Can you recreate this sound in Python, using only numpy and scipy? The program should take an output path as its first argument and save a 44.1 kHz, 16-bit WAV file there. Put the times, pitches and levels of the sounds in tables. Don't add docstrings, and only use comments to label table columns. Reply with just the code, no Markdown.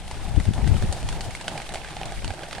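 import sys
import numpy as np
from scipy import signal
from scipy.fft import rfft, irfft, next_fast_len
from scipy.io import wavfile
from scipy.ndimage import uniform_filter1d

SR = 44100
rng = np.random.default_rng(int(sys.argv[2]) if len(sys.argv) > 2 else 0)


def master_out(mix):
    frames = np.transpose(np.atleast_2d(mix))
    ceiling = np.clip(frames, -1, 1)
    pcm = np.round(ceiling * 32767).astype(np.int16)
    wavfile.write(sys.argv[1], SR, pcm)


N = 114660

# (time [s], level before SLAP_GAIN_DB [dB], plop before PLOP_GAIN_DB [dB], plop pitch [Hz],
#   spray before SPRAY_GAIN_DB [dB], ring pitch [Hz], ring [dB]); plop, spray and ring are relative to the crack
SLAPS = [(0.0779, -28, -7, 700, -21, 3020, -9), (0.111, -22, -4.5, 910, -19, 2090, -10),
         (0.36, -28.5, 0, 794, -19, 3280, -7), (0.399, -22.5, -21, 876, -18.5, 2020, 1),
         (0.4523, -25, -5, 870, -18, 2110, -4), (0.5346, -24.5, -16, 1020, -16, 3470, -4),
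         (0.5784, -36, 10, 800, -25, 1990, -9), (0.6418, -25, -4.5, 830, -35, 1900, -5),
         (0.674, -20.5, -7, 710, -18.5, 1970, -2.5), (0.7406, -32, 2.5, 537, -33, 2550, 3),
         (0.7651, -26.5, -5, 816, -22, 1300, 2.5), (0.8229, -21.5, -3.5, 615, -22, 1770, -0.5),
         (0.9242, -20, -3.5, 760, -10.5, 4570, -12), (1.0275, -26, -2.5, 650, -16.5, 2630, -7),
         (1.0872, -15.5, -12.5, 970, -17.5, 3380, -12), (1.1247, -21.5, -15, 880, -20, 1590, -8),
         (1.207, -19, -11.5, 850, -17.5, 4540, -1.5), (1.2132, -29, -14, 840, -13, 4200, -3),
         (1.306, -25.5, -15, 700, -17.5, 2200, -7), (1.3491, -19.5, -19, 870, -18, 2190, 0),
         (1.4101, -21.5, -9, 950, -18, 1750, -9), (1.442, -28, -8, 700, -20, 2700, -5),
         (1.4792, -9.5, -19.5, 680, -23.5, 3100, -11), (1.5547, -30.5, 4, 610, -22, 1660, -9),
         (1.5757, -18, -5.5, 795, -21, 2390, -2.5), (1.5996, -23.5, -5, 850, -33, 2600, -5),
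         (1.6169, -24, -10.5, 710, -16, 2210, -0.5), (1.69, -22, -8.5, 715, -20, 3850, -3),
         (1.721, -27, -8, 625, -16, 1605, -5), (1.7374, -25.5, 1, 735, -11, 3030, -5),
         (1.743, -16.5, -16, 765, -21.5, 2070, -18), (1.7552, -19, -5, 785, -22, 2480, -5.5),
         (1.845, -23.5, -14, 574, -24, 1640, 0.5), (1.8845, -27, -6, 834, -19, 2030, -1),
         (1.966, -21, -3, 786, -30, 2640, -5), (2.0127, -22, -3.5, 796, -26, 3190, -11),
         (2.0312, -19, -15, 775, -32, 2480, -7), (2.0547, -25.5, -2, 650, -12, 4180, -6),
         (2.1198, -25, -1.5, 765, -17.5, 1650, 0), (2.22, -32, -0.5, 580, -20, 2390, -6),
         (2.2437, -17, -9.5, 910, -17.5, 2980, -16), (2.277, -23.5, -9, 660, -19, 4400, 2.5),
         (2.3038, -20.5, -4, 795, -25, 1620, 0), (2.3362, -30.5, 2.5, 625, -16, 1590, -7),
         (2.391, -26.5, -4.5, 780, -22, 1670, -1), (2.4323, -22, -5, 576, -27, 1580, -0.5),
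         (2.484, -33, 3, 670, -21, 4980, -6), (2.5096, -22.5, -12, 850, -33, 2120, -3),
         (2.5272, -15.5, -13, 650, -24.5, 1600, -7), (2.549, -20.5, -11, 850, -26, 1830, -8),
         (2.581, -23.5, -2, 750, -22, 1745, -2)]
# (frequency [Hz], level [dB per Hz])
CRACK_COLOUR = [(200, -19.5), (600, -5.5), (1100, -2), (1900, -0.5), (3000, -0.5), (4600, -3.5),
                (6500, -12.5), (10000, -31.5), (16000, -57)]
SPRAY_COLOUR = [(1500, -17), (4000, 10.5), (5500, 7), (7000, 8), (9300, 7), (11000, -0.5), (13000, -33),
                (16000, -50)]
# (time [s], level [dB])
PATTER_LEVEL = [(0, -60.5), (1.2, -56.5), (1.7, -52), (2.6, -52.5)]
# (time [s], left minus right [dB])
FLOCK_PAN = [(0, -1), (.7, -3.5), (1.2, -5), (1.8, -5.5), (2.6, -7)]
# (time [s], peak level [dB])
WINGBEATS = [(.25, -47.5), (.59, -47), (.7, -46), (.83, -45), (.95, -42.5), (1.18, -42), (1.27, -39),
             (1.48, -41.5), (1.6, -54), (1.765, -41.5), (2.04, -42), (2.3, -46), (2.58, -44)]
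# (frequency [Hz], level [dB per Hz])
WHOOSH_COLOUR = [(150, -25.5), (350, -5.5), (550, -0.5), (800, 5.5), (950, -2.5), (1300, -22),
                 (3000, -32.5)]
# (time [s], level [dB])
RUMBLE_LEFT_LEVEL = [(0, -48.5), (.33, -26), (.42, -31), (.6, -29), (.7, -22.5), (.92, -35.5), (.98, -40),
                     (1.04, -32.5), (1.3, -38.5), (1.4, -48), (1.66, -62), (1.73, -43), (1.9, -46.5),
                     (2.08, -44), (2.25, -60), (2.42, -61), (2.6, -63)]
RUMBLE_RIGHT_LEVEL = [(0, -38.5), (.35, -38), (.6, -39), (.85, -32), (.97, -37), (1.05, -28), (1.37, -48),
                      (1.65, -56), (1.85, -55), (2.28, -54), (2.4, -66), (2.6, -42)]
# (frequency [Hz], level [dB per Hz])
RUMBLE_COLOUR = [(12, -10), (28, 1.5), (65, 3), (130, -1.5), (200, -12), (320, -27.5), (600, -42.5),
                 (1500, -63)]
BUFFET_COLOUR = [(15, -4.5), (35, 1), (65, 2.5), (130, -4), (220, -10.5), (350, -19.5), (600, -38),
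                 (1500, -57), (4000, -71)]
# (time [s], left level [dB], half length [s], right minus left [dB])
BUFFETS = [(.356, -25, .008, -14), (0.377, -15, 0.008, -20), (.384, -16, .005, -20), (.402, -24, .02, -8),
           (0.478, -17, 0.011, -14), (0.49, -18.5, 0.0056, -7), (0.51, -20, 0.0048, -12),
           (.591, -22, 0.0067, -18), (0.634, -17, 0.011, -18), (0.662, -19, 0.0075, -19),
           (.69, -20.5, 0.014, -14), (0.721, -15, 0.011, -24), (0.751, -20, .011, -17),
           (0.772, -26, 0.011, -8), (0.843, -19, 0.011, -0.5), (0.897, -20.5, 0.01, -14),
           (1.042, -28, .011, 1), (1.287, -28.5, 0.012, -6), (2.182, -31, .014, -1), (2.255, -28, 0.02, -6),
           (2.305, -37, .016, 9)]
# (time [s], level [dB])
SWAY_COLOUR = [(10, -1), (25, 2), (55, -1), (90, -15), (200, -34.5), (800, -87)]
SWAY_LEVEL = [(0, -40), (.85, -26), (.98, -39), (1.1, -29), (1.4, -43), (1.64, -41), (1.72, -37.5),
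              (1.9, -44.5), (2.08, -37), (2.27, -36), (2.35, -46), (2.6, -42)]
# (time [s], level [dB])
WASH_COLOUR = [(500, 0), (1100, -1), (1700, 3.5), (2600, 1.5), (4400, -4.5), (6500, -8), (9000, -6.5),
               (12000, -30), (16000, -38)]
WASH_LEVEL = [(0, -46.5), (.4, -45.5), (.8, -44.5), (1.2, -45.5), (1.7, -45), (2.1, -45), (2.6, -47)]
# (time [s], level [dB])
ROAR_COLOUR = [(60, -8), (150, 7), (260, -4.5), (350, -0.5), (460, -5.5), (640, -1.5), (830, 0.5),
               (1150, -13), (1600, -14.5), (3000, -45.5)]
ROAR_LEVEL = [(0, -48), (.14, -43.5), (.6, -40.5), (1.15, -43.5), (1.4, -44.5), (2.1, -42.5), (2.2, -46.5),
              (2.6, -46)]
ROAR_BORDERS = [330, 540, 700, 880]
# (time [s], level [dB])
LEAVES_COLOUR = [(1500, -32.5), (3500, 1), (5000, 0), (6500, -4), (8200, -4.5), (9500, -3.5), (11000, -8),
                 (13000, -13.5), (16000, -35)]
LEAVES_LEVEL = [(0, -53), (.12, -46), (.3, -49.5), (.55, -47.5), (.85, -45.5), (1, -48), (1.4, -48),
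                (1.75, -48.5), (2.2, -49.5), (2.6, -50.5)]
# (frequency [Hz], gain [dB])
LEFT_PORT = [(3000, 2), (5000, -0.5), (7000, 2.5), (9500, 4.5), (12000, -3)]
RIGHT_PORT = [(3000, 0), (5000, -2), (7000, -4.5), (9500, -10.5), (12000, -5)]

SLAP_GAIN_DB, PLOP_GAIN_DB, SPRAY_GAIN_DB = 8, 7.5, 17.5
CRACK_LAG_S = 0.0016
SMACK_SPAN_S, SMACK_DB = 0.0028, -2
CRACK_DECAY_S, CRACK_TAIL_DB = 0.0054, -6.5
SPRAY_DECAY_S, SPRAY_TAIL_DB = 0.009, 1
RING_CYCLES, PLOP_CYCLES, BUBBLE_CYCLES = 4, 2.2, 5
PATTER_PER_S, PATTER_SCATTER_DB = 110, 3
ECHO_DB, ECHO_DECAY_S = -9, 0.1
STROKE_S = 0.033
RAGGED_DB, EDDY_S = 2, 0.0374
THUMP_DB, THUMP_SHARE = 1.5, 0.35
OVERLOAD_DB = -3
WASH_WIDTH, ROAR_WIDTH = 0.41, 0.022
BUBBLES_PER_S, BUBBLE_LOW_HZ, BUBBLE_HIGH_HZ = 300, 841, 3630
BUBBLE_DB, BUBBLE_RANGE_DB = -6, 33.5
ROAR_DRIFT_DB, ROAR_DRIFT_PER_S = 1.3, 14
TOP_HZ = 15900


def swans():
    near = np.zeros((2, N + SR))
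    for time_s, level_db, *timbre in SLAPS:
        blow = undb(SLAP_GAIN_DB + level_db) * slap(*timbre)
        start = int((time_s + CRACK_LAG_S) * SR)
        near[:, start:start + blow.shape[1]] += blow
    happens = rng.random(N) < PATTER_PER_S / SR
    scatter = np.clip(rng.standard_normal(N), -2, 1.5)
    clicks = happens * undb(PATTER_SCATTER_DB * scatter)
    patter = undb(curve(PATTER_LEVEL)) * unit(colour(clicks, CRACK_COLOUR))
    direct = (near[:, :N] + patter) * pan(curve(FLOCK_PAN))
    t = np.arange(SR // 2) / SR
    echo = []
    for channel in direct:
        reflections = norm(rng.standard_normal(len(t)) * np.exp(-t / ECHO_DECAY_S))
        echo.append(signal.fftconvolve(channel, reflections)[:N])
    return direct + undb(ECHO_DB) * np.array(echo)


def slap(plop_db, plop_hz, spray_db, ring_hz, ring_db, size=2048, count=3):
    t = np.arange(size) / SR
    hits = np.zeros(size)
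    hits[0] = 1
    smack_at = (rng.uniform(.1, 1, count) * SMACK_SPAN_S * SR).astype(int)
    hits[smack_at] += undb(SMACK_DB) / np.arange(1, count + 1)
    hits = norm(hits)
    crack_tail = undb(CRACK_TAIL_DB) * drops(CRACK_DECAY_S, t)
    crack = norm(colour(hits + crack_tail, CRACK_COLOUR))
    plop = pocket(plop_hz, PLOP_CYCLES, t)
    ring = pocket(ring_hz, RING_CYCLES, t)
    spray = []
    for _ in range(2):
        spray_tail = undb(SPRAY_TAIL_DB) * drops(SPRAY_DECAY_S, t)
        spray.append(norm(colour(hits + spray_tail, SPRAY_COLOUR)))
    body = crack + undb(PLOP_GAIN_DB + plop_db) * plop + undb(ring_db) * ring
    return body + undb(SPRAY_GAIN_DB + spray_db) * np.array(spray)


def drops(decay_s, t):
    return norm(rng.standard_normal(len(t)) ** 3 * np.exp(-t / decay_s))


def pocket(hz, cycles, t):
    return norm(np.sin(2 * np.pi * hz * t) * np.exp(-t * hz / cycles))


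def wings():
    t = np.arange(N) / SR
    power = sum(undb(db) ** 2 * np.exp(-((t - time_s) / STROKE_S) ** 2) for time_s, db in WINGBEATS)
    return eddies(WHOOSH_COLOUR) * np.sqrt(power) * pan(curve(FLOCK_PAN) * 0.75)


def wind():
    t = np.arange(N) / SR
    levels = (RUMBLE_LEFT_LEVEL, RUMBLE_RIGHT_LEVEL)
    pressure = np.array([eddies(RUMBLE_COLOUR) * undb(curve(level)) for level in levels])
    swirl = np.array([eddies(BUFFET_COLOUR), eddies(BUFFET_COLOUR)])
    for time_s, left_db, half_s, right_db in BUFFETS:
        u = (t - time_s) / (half_s * THUMP_SHARE)
        thump = undb(THUMP_DB) * (1 - 2 * u ** 2) * np.exp(-u ** 2)
        burst = swirl * np.exp(-.5 * ((t - time_s) / half_s) ** 2)
        pressure += undb([[left_db], [left_db + right_db]]) * (thump + burst)
    flutter = np.array([eddies(SWAY_COLOUR), eddies(SWAY_COLOUR)]) * undb(curve(SWAY_LEVEL))
    pressure += flutter
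    limit = undb(OVERLOAD_DB)
    return limit * np.tanh(pressure / limit)


def eddies(points):
    ragged = rng.standard_normal(N) * undb(RAGGED_DB * walk(70))
    x = colour(ragged, points)
    return x / np.sqrt(uniform_filter1d(x ** 2, int(EDDY_S * SR)) + 1e-20)


def water():
    flutter = undb(1.9 * walk(59.88) - 2.0)
    wash = spread(WASH_COLOUR, WASH_WIDTH) * flutter
    return (wash + bubbles()) * undb(curve(WASH_LEVEL)) * pan(curve(FLOCK_PAN) * 0.55)


def bubbles(size=1024):
    out = np.zeros((2, N + size))
    t = np.arange(size) / SR
    for when, pitch, weakness, side in rng.random((int(BUBBLES_PER_S * N / SR), 4)):
        hz = BUBBLE_LOW_HZ * (BUBBLE_HIGH_HZ / BUBBLE_LOW_HZ) ** pitch
        start = int(when * N)
        ring = undb(-BUBBLE_RANGE_DB * weakness) * pocket(hz, BUBBLE_CYCLES, t)
        out[:, start:start + size] += ring * pan(10 * (side - 2.0))
    return unit(out[:, :N]) * undb(BUBBLE_DB)


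def roar():
    sound = drift(spread(ROAR_COLOUR, ROAR_WIDTH))
    return sound * undb(curve(ROAR_LEVEL) + 2.77 * walk(20)) * pan(curve(FLOCK_PAN) * 0.55)


def drift(x):
    spectrum = rfft(x)
    band = np.searchsorted(ROAR_BORDERS, np.arange(N // 2 + 1) * SR / N)
    total = np.zeros_like(x)
    for k in np.unique(band):
        swell = undb(ROAR_DRIFT_DB * walk(ROAR_DRIFT_PER_S))
        total += irfft(spectrum * (band == k), N) * swell
    return unit(total)


def leaves():
    hiss = np.array([noise(LEAVES_COLOUR), noise(LEAVES_COLOUR)])
    return hiss * undb(curve(LEAVES_LEVEL) + 2.0 * walk(70))


def undb(db):
    return 10 ** (np.asarray(db) / 20)


def curve(rows):
    return np.interp(np.arange(N) / SR, *np.array(rows).T)


def unit(x):
    return x / np.sqrt(np.mean(x ** 2) + 1e-20)


def norm(x):
    return x / np.sqrt(np.sum(x ** 2) + 1e-20)


def colour(x, points):
    size = next_fast_len(2 * len(x))
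    size += size % 2
    hz, db = np.array(points).T
    f = np.maximum(np.arange(size // 2 + 1) * SR / size, 1)
    gain = undb(np.interp(np.log(f), np.log(hz), db))
    cepstrum = irfft(np.log(gain))
    cepstrum[1:size // 2] *= 2
    cepstrum[size // 2 + 1:] = 0
    return irfft(rfft(x, size) * np.exp(rfft(cepstrum)))[:len(x)]


def noise(points):
    return unit(colour(rng.standard_normal(N), points))


def spread(points, width):
    return noise(points) + width * noise(points) * np.array([[1], [-1]])


def walk(rate):
    k = int(SR / rate)
    steps = np.repeat(rng.standard_normal(N // k + 1), k)
    return unit(uniform_filter1d(uniform_filter1d(steps, k), k)[:N])


def pan(db):
    gains = undb(np.array([db, -db]).reshape(2, -1) / 2)
    return gains / gains.mean(axis=0)


def scene():
    return swans() + wings() + wind() + water() + roar() + leaves()


def record(dry):
    heard = np.array([colour(dry[0], LEFT_PORT), colour(dry[1], RIGHT_PORT)])
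    treble_cut = signal.ellip(8, .2, 70, TOP_HZ, fs=SR, output="sos")
    return signal.sosfilt(treble_cut, heard)


dry = scene()
out = record(dry)
master_out(out)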